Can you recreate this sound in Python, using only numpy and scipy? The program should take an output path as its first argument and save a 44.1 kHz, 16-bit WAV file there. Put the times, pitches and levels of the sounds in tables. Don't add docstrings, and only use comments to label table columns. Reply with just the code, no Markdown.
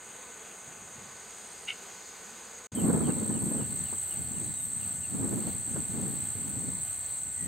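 import sys
import numpy as np
from scipy import signal
from scipy.fft import rfft, irfft, next_fast_len
from scipy.io import wavfile
from scipy.ndimage import uniform_filter1d

SR = 44100
rng = np.random.default_rng(int(sys.argv[2]) if len(sys.argv) > 2 else 0)


def store_pcm(level_fs):
    pcm = np.round(np.clip(level_fs, -1, 1) * 32767).astype(np.int16)
    wavfile.write(sys.argv[1], SR, np.atleast_2d(pcm).T)


N = 329427
T = np.arange(N) / SR
FFT_SIZE = next_fast_len(N, real=True)
FREQS = np.maximum(np.arange(FFT_SIZE // 2 + 1) * SR / FFT_SIZE, 1)

# pitch_hz, level_db_per_hz
WOOD_AIR = [(25, -104), (70, -89.5), (130, -99), (200, -82.5), (300, -91.5), (360, -84.5), (460, -81),
            (590, -87.5), (750, -84), (1400, -86.5), (2500, -90), (4700, -97), (5400, -105), (6200, -105),
            (11000, -101), (16000, -113)]
POND_AIR = [(25, -99), (90, -72), (170, -85), (320, -88.5), (570, -89), (730, -85), (1000, -89),
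            (3500, -94), (4450, -87.5), (4950, -104), (5600, -107), (7000, -94), (10500, -106),
            (11300, -93.5), (12400, -92), (13800, -97), (16000, -92)]
# pitch_hz, level_db_per_hz
WOOD_CHORUS = [(5400, -115), (6200, -84), (6750, -77), (7250, -89), (7900, -84.5), (8600, -86), (9000, -92),
               (9700, -112)]
POND_CHORUS = [(5600, -112), (6100, -89.5), (6300, -99), (7000, -89.5), (7400, -78), (7680, -68.5),
               (7880, -73), (8055, -62), (8180, -70), (8300, -63.5), (8550, -77.5), (9020, -89),
               (9250, -82.5), (9550, -83.5), (10200, -108)]
# pitch_hz, side_minus_mid_db
WOOD_WIDTH = [(60, -12), (380, -17.5), (700, -12), (4400, -10.5), (7000, -13.5), (15000, -11)]
POND_WIDTH = [(100, -8), (380, -12), (1300, -5), (2800, -9.5), (4400, -8), (6600, -2), (8200, -10.5),
              (9400, -2), (15000, -3)]
# pitch_hz, wood_level_db, pond_level_db
WHINE_TONES = [(1499, -63.5, -66.5), (1798, -82, -67.5), (2098, -68.5, -66), (2547, -71, -75),
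               (3297, -77, -76)]
# time_s, relative_db
LOW_CHORUS_LEVEL = [(0, -9), (.9, -6), (1.3, -0.5), (2.0, 1.5), (2.75, -3)]
# pitch_hz, width_hz, relative_db
RASP_BODY = [(6495, 200, 1.5), (6840, 190, 0.5)]
# time_s, level_db
RUN_LEVEL = [(2.75, -55), (3.05, -54), (3.35, -60), (3.6, -61), (3.85, -59.5), (4.55, -61.5), (4.82, -57),
             (5.03, -56.5)]
# start_s, length_s, start_hz, end_hz, level_db
SLIDES = [(4.44, .22, 4130, 3600, -59), (7.34, 0.18, 2004, 1850, -57)]
# start_s, length_s, relative_db
LISPS = [(2.74, 0.21, -48.5), (3.40, 0.13, -47.5), (3.98, 0.16, -53), (4.598, 0.088, -45.5),
         (5.27, .135, -50), (6.055, 0.11, -49.5), (6.81, 0.14, -53), (7.40, .12, -56)]
# pitch_hz, relative_db
RUMBLE_COLOUR = [(20, -32), (50, -18), (90, -3.5), (150, -1.5), (220, 2.2), (320, -6.5), (450, -12.5),
                 (600, -20), (1000, -25), (1600, -33), (3000, -51)]
# pitch_hz, relative_db
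RUMBLE_WIDTH = [(40, -1), (130, 0), (260, -2), (500, 0.5), (1500, -0.5)]
# start_s, hold_s, strength_db
GUSTS = [(0.677, .015, -60.5), (.78, .02, -59), (0.976, .02, -55.5), (2.778, 0.06, -29),
         (2.844, 0.11, -24.5), (2.933, 0.16, -29), (3.173, 0.42, -32.5), (3.68, 0.13, -43),
         (4.155, 0.22, -45.5), (4.338, 0.1, -40), (4.54, 0.68, -51.5), (5.138, .05, -36.5),
         (5.195, 0.26, -34), (5.686, .04, -41), (5.738, 0.033, -36), (5.855, 0.37, -42.5),
         (5.948, 0.15, -36.5), (6.368, 0.2, -42), (6.556, 0.13, -39.5), (7.233, 0.03, -55),
         (7.427, 0.015, -40.5)]
# start_s, level_db
PUFFS = [(2.898, -28), (3.005, -33), (3.095, -28.5), (3.26, -38), (3.605, -39), (3.927, -37.5),
         (5.255, -39), (5.762, -35.5)]
# pitch_hz, relative_db
PUFF_COLOUR = [(30, -32), (110, -11), (230, 8.5), (400, 0), (900, -12), (1600, -15), (3500, -60),
               (16000, -90)]
# pitch_hz, width_hz, relative_db
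THROAT = [(1400, 300, -14.5), (2200, 200, -.5), (2780, 480, -1.5), (3580, 250, -10), (4400, 400, -21),
          (5150, 400, -22)]
# start_s, hold_s, level_db
CHIRP_BEATS = [(1.6865, .004, -30.5), (1.7035, .003, -24)]
# time_s, relative_db
RATTLE_LEVEL = [(1.674, -39), (1.688, -28.5), (1.693, -41), (1.697, -32.5), (1.707, -31), (1.714, -39),
                (1.721, -39), (1.735, -52)]
# pitch_hz, width_hz, relative_db
WOOD_BODY = [(8620, 93, 0)]
POND_BODY = [(8090, 93, 0.5), (8370, 180, 3), (8560, 430, -12)]
# time_s, strokes_per_s
WOOD_PACE = [(0, 66.5)]
POND_PACE = [(2.75, 62.62), (4.7, 62.6), (5.6, 62.48), (7.47, 62.25)]
# time_s, relative_db
WOOD_BUZZ_LEVEL = [(0, -54), (.5, -55), (1.1, -55), (1.45, -49.5), (1.75, -51.5), (1.9, -60), (2.75, -59)]
POND_BUZZ_LEVEL = [(2.75, -39), (4.1, -38), (4.25, -42), (4.9, -39), (5.0, -41), (5.75, -39.5),
                   (6.05, -41.5), (6.3, -38), (6.5, -41), (6.88, -39.5), (7.1, -41), (7.47, -39)]
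# time_s, boost_db
BUZZ_PEAKS = [(4.767, 4), (4.895, 4.5), (5.742, 4.5), (5.807, 3.5)]


def undb(db):
    return 10 ** (np.asarray(db) / 20)


def unit(x):
    return x / np.sqrt(np.mean(x ** 2) + 1e-20)


def curve(rows):
    return np.interp(T, *np.transpose(rows))


def gains(rows):
    hz, db = np.transpose(rows)
    return undb(np.interp(np.log(FREQS), np.log(hz), db))


def shape(x, response):
    return irfft(rfft(x, FFT_SIZE) * response, FFT_SIZE)[..., :N]


def white():
    return rng.standard_normal(N)


def wander(rate_hz):
    targets = rng.standard_normal(size=4096)
    return np.interp(T * rate_hz, np.arange(len(targets)), targets) * np.sqrt(3 / 2)


def swell(start_s, hold_s, db, rise_s, fall_s):
    return undb(db) * np.exp(np.minimum(T - start_s, 0) / rise_s - np.maximum(T - start_s - hold_s, 0) / fall_s)


def ring(x, modes):
    response = sum(undb(db) / (1 + 1j * (FREQS / hz - hz / FREQS) * hz / width) ** 2
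                   for hz, width, db in modes)
    return unit(shape(x, response))


def stereo(mid, side):
    return np.array([mid + side, mid - side])


def echo(x, decay_s):
    t = T[:SR // 2]
    tail = rng.standard_normal(len(t)) * np.exp(-np.log(1000) * t / decay_s)
    return signal.fftconvolve(x, tail / np.linalg.norm(tail))[:N]


def outdoors(x, decay_s, echo_db, side_db):
    return stereo(x + undb(echo_db) * echo(x, decay_s), undb(side_db) * echo(x, decay_s))


def far_hiss(spectrum, width, flicker_db, flicker_hz):
    colour = gains(spectrum) * np.sqrt(SR / 2)
    octave_angle = np.pi * np.log2(FREQS)
    hiss = 0
    for bands in (np.cos(octave_angle), np.sin(octave_angle)):
        mid = shape(white(), colour * bands)
        side = shape(white(), colour * bands * gains(width))
        hiss = hiss + stereo(mid, side) * undb(flicker_db * wander(flicker_hz))
    return hiss


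def motor_whine(column):
    whine = 0
    for row in WHINE_TONES:
        peak = np.sqrt(2) * undb(row[column] + 0.94 * wander(8.3))
        whine = whine + peak * np.sin(2 * np.pi * row[0] * T + 0.47 * wander(17))
    return whine


def low_chorus():
    return ring(white(), [(5200, 3400, 0.5), (5170, 150, 2)]) * undb(curve(LOW_CHORUS_LEVEL) - 56)


def far_rasp(level_db=-61, side_db=-2, rough_db=4, rough_hz=65):
    mid, side = (ring(white(), RASP_BODY) * undb(rough_db * wander(rough_hz)) for _ in range(2))
    return stereo(mid, undb(side_db) * side) * undb(level_db)


def whistles(notes, bend, waver, flutter_db, echo_db):
    song = np.zeros(N)
    quiver = 1 + waver * wander(300)
    for start_s, length_s, start_hz, end_hz, db in notes:
        during = (T >= start_s) & (T < start_s + length_s)
        progress = np.clip((T[during] - start_s) / length_s, 0, 1)
        pitch_hz = (start_hz + (end_hz - start_hz) * progress ** bend) * quiver[during]
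        arch = 2 * np.sqrt(progress * (1 - progress))
        song[during] += undb(db) * arch * np.sin(2 * np.pi * np.cumsum(pitch_hz) / SR)
    return outdoors(song * undb(flutter_db * wander(110)), decay_s=.25, echo_db=echo_db, side_db=-9)


def run_notes(start_s=2.748, count=10, first_gap_s=.284, gap_shrink_s=.0078, fall_ratio=.79):
    lengths_s, pitches_hz = np.linspace(.097, .052, count), np.linspace(3210, 2970, count)
    notes = []
    for k, (length_s, hz) in enumerate(zip(lengths_s, pitches_hz)):
        level_db = np.interp(start_s, *np.transpose(RUN_LEVEL))
        notes.append((start_s, length_s, hz, hz * fall_ratio, level_db))
        start_s += first_gap_s - k * gap_shrink_s
    return notes


def far_birds():
    run = whistles(run_notes(), bend=1.45, waver=.026, flutter_db=3.2, echo_db=-3.5)
    return run + whistles(SLIDES, bend=1, waver=.008, flutter_db=2.2, echo_db=-10)


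def katydid(stroke_hz=110, depth=0.15, fade_s=0.074):
    phrases = sum(undb(db) * np.clip(np.minimum(T - start, start + length - T) / fade_s + .5, 0, 1)
                  for start, length, db in LISPS)
    strokes = 1 + depth * np.sin(2 * np.pi * stroke_hz * T)
    rasp = ring(white() * strokes, [(11700, 3000, 0)]) * undb(-5)
    return stereo(rasp, undb(-4) * echo(rasp, decay_s=.05)) * phrases


def wind(brighten, shake_db, side, lean_left_db, calm_db=-71.5):
    strongest = np.max([swell(*gust, rise_s=0.022, fall_s=0.08) for gust in GUSTS], axis=0)
    gust_db = 20 * np.log10(strongest + undb(calm_db))
    noise = stereo(white(), side * shape(white(), gains(RUMBLE_WIDTH)))
    rumble = unit(shape(noise, gains(RUMBLE_COLOUR) / (1 + (FREQS / 3500) ** 4)))
    large = shape(rumble, 1 / (1 + (FREQS / 165) ** 6))
    medium = shape(rumble, 1 / (1 + (FREQS / 310) ** 6)) - large
    small = rumble - large - medium
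    tilt_db = brighten * np.clip(gust_db + 35, -12, 8)
    balance = undb(np.array([[lean_left_db], [-lean_left_db]]) / 2)
    swirls = (large * balance * undb(-1.2 * tilt_db)
              + medium * undb(0.53 * tilt_db)
              + small * undb(0.44 * tilt_db + 1.3 * wander(90)))
    return swirls * undb(gust_db + shake_db * wander(60))


def wind_puffs(hold_s=0.0055, side=0.64):
    loudness = sum(swell(start_s, hold_s, db, rise_s=0.0027, fall_s=0.014) for start_s, db in PUFFS)
    return unit(shape(stereo(white(), side * white()), gains(PUFF_COLOUR))) * loudness


def harsh_chirp(snap_hz=427.8, jitter=.15, rough=0.35, rasp_s=0.0024, tone_hz=2850):
    start_s, end_s = RATTLE_LEVEL[0][0], RATTLE_LEVEL[-1][0]
    times_s = start_s + (np.arange(64) + jitter * rng.standard_normal(size=64)) / snap_hz
    hits = (times_s[times_s < end_s] * SR).astype(int)
    snaps = np.zeros(N)
    snaps[hits] = undb(curve(RATTLE_LEVEL))[hits]
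    trails = signal.lfilter([1], [1, -np.exp(-1 / (rasp_s * SR))], snaps)
    rasp = rough * trails * white() / np.sqrt(rasp_s * SR / 2)
    rattle = ring(snaps + rasp, THROAT)
    rattle *= snaps.max() / np.sqrt(2 * uniform_filter1d(rattle ** 2, size=130).max())
    beats = sum(swell(*beat, rise_s=0.00084, fall_s=0.00097) for beat in CHIRP_BEATS)
    tone = np.sin(2 * np.pi * np.cumsum(tone_hz * (1 + .025 * wander(500))) / SR)
    return outdoors(rattle + beats * tone, decay_s=0.22, echo_db=-15, side_db=-23)


def insect_buzz(pace, body, stroke_at_s, rib_hz, rib_db, uneven_db):
    stroke_hz = curve(pace) * (1 + .001 * wander(5))
    count = np.cumsum(stroke_hz) / SR
    offset = (count - np.interp(stroke_at_s, T, count) + .5) % 1 - .5
    burst = np.exp(-.5 * (offset / .21) ** 4)
    clicks = (rng.random(N) < 2500 / SR) * np.sign(white())
    rib = np.sqrt(2) * np.sin(2 * np.pi * rib_hz * offset / stroke_hz + .5 * wander(40))
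    song = ring(clicks, body) + undb(rib_db) * rib
    strength = np.sqrt(uniform_filter1d(song ** 2, size=300) + 1e-9)
    return unit(song / strength * burst * undb(uneven_db * wander(stroke_hz.mean())))


def close_insect(peak_reach_s=.012):
    buzz = insect_buzz(POND_PACE, POND_BODY, stroke_at_s=4.895, rib_hz=8300, rib_db=-1.5, uneven_db=1.4)
    boost_db = sum(db * np.exp(-((T - time_s) / peak_reach_s) ** 4) for time_s, db in BUZZ_PEAKS)
    buzz *= undb(curve(POND_BUZZ_LEVEL) + boost_db)
    return outdoors(buzz, decay_s=0.092, echo_db=-21, side_db=-26)


def wood():
    air = far_hiss(WOOD_AIR, WOOD_WIDTH, flicker_db=1, flicker_hz=8.4)
    chorus = far_hiss(WOOD_CHORUS, WOOD_WIDTH, flicker_db=1, flicker_hz=55)
    low = low_chorus()
    buzz = insect_buzz(WOOD_PACE, WOOD_BODY, stroke_at_s=0, rib_hz=8580, rib_db=-4, uneven_db=1.5)
    buzz *= undb(curve(WOOD_BUZZ_LEVEL) - 6)
    breeze = wind(brighten=0.44, shake_db=2, side=0.079, lean_left_db=0.5)
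    insects = outdoors(buzz + low, decay_s=0.079, echo_db=-3.5, side_db=-8.5)
    return air + chorus + insects + breeze + harsh_chirp() + motor_whine(column=1)


def pond():
    air = far_hiss(POND_AIR, POND_WIDTH, flicker_db=1.4, flicker_hz=8)
    chorus = far_hiss(POND_CHORUS, POND_WIDTH, flicker_db=1.07, flicker_hz=440)
    buzz = close_insect()
    gusts = wind(brighten=0.55, shake_db=2.03, side=0.76, lean_left_db=3.5)
    return (air + chorus + far_rasp() + buzz + gusts + wind_puffs()
            + katydid() + far_birds() + motor_whine(column=2))


def scene(silence_from_s=2.669, silence_to_s=2.719, pond_from_s=2.746):
    pond_share = np.clip((T - pond_from_s) * 200, 0, 1)
    outside_silence_s = np.maximum(silence_from_s - T, T - silence_to_s)
    volume = np.clip(outside_silence_s * 300 + .5, .003, 1)
    return volume * ((1 - pond_share) * wood() + pond_share * pond())


def record(dry, dip_hz=5400, dip_width_hz=700, dip_db=-14, top_hz=15750):
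    notched = signal.lfilter(*signal.iirnotch(dip_hz, dip_hz / dip_width_hz, fs=SR), dry)
    dipped = notched + undb(dip_db) * (dry - notched)
    return signal.sosfilt(signal.ellip(12, .1, 80, top_hz, fs=SR, output="sos"), dipped)


dry = scene()
out = record(dry)
store_pcm(out)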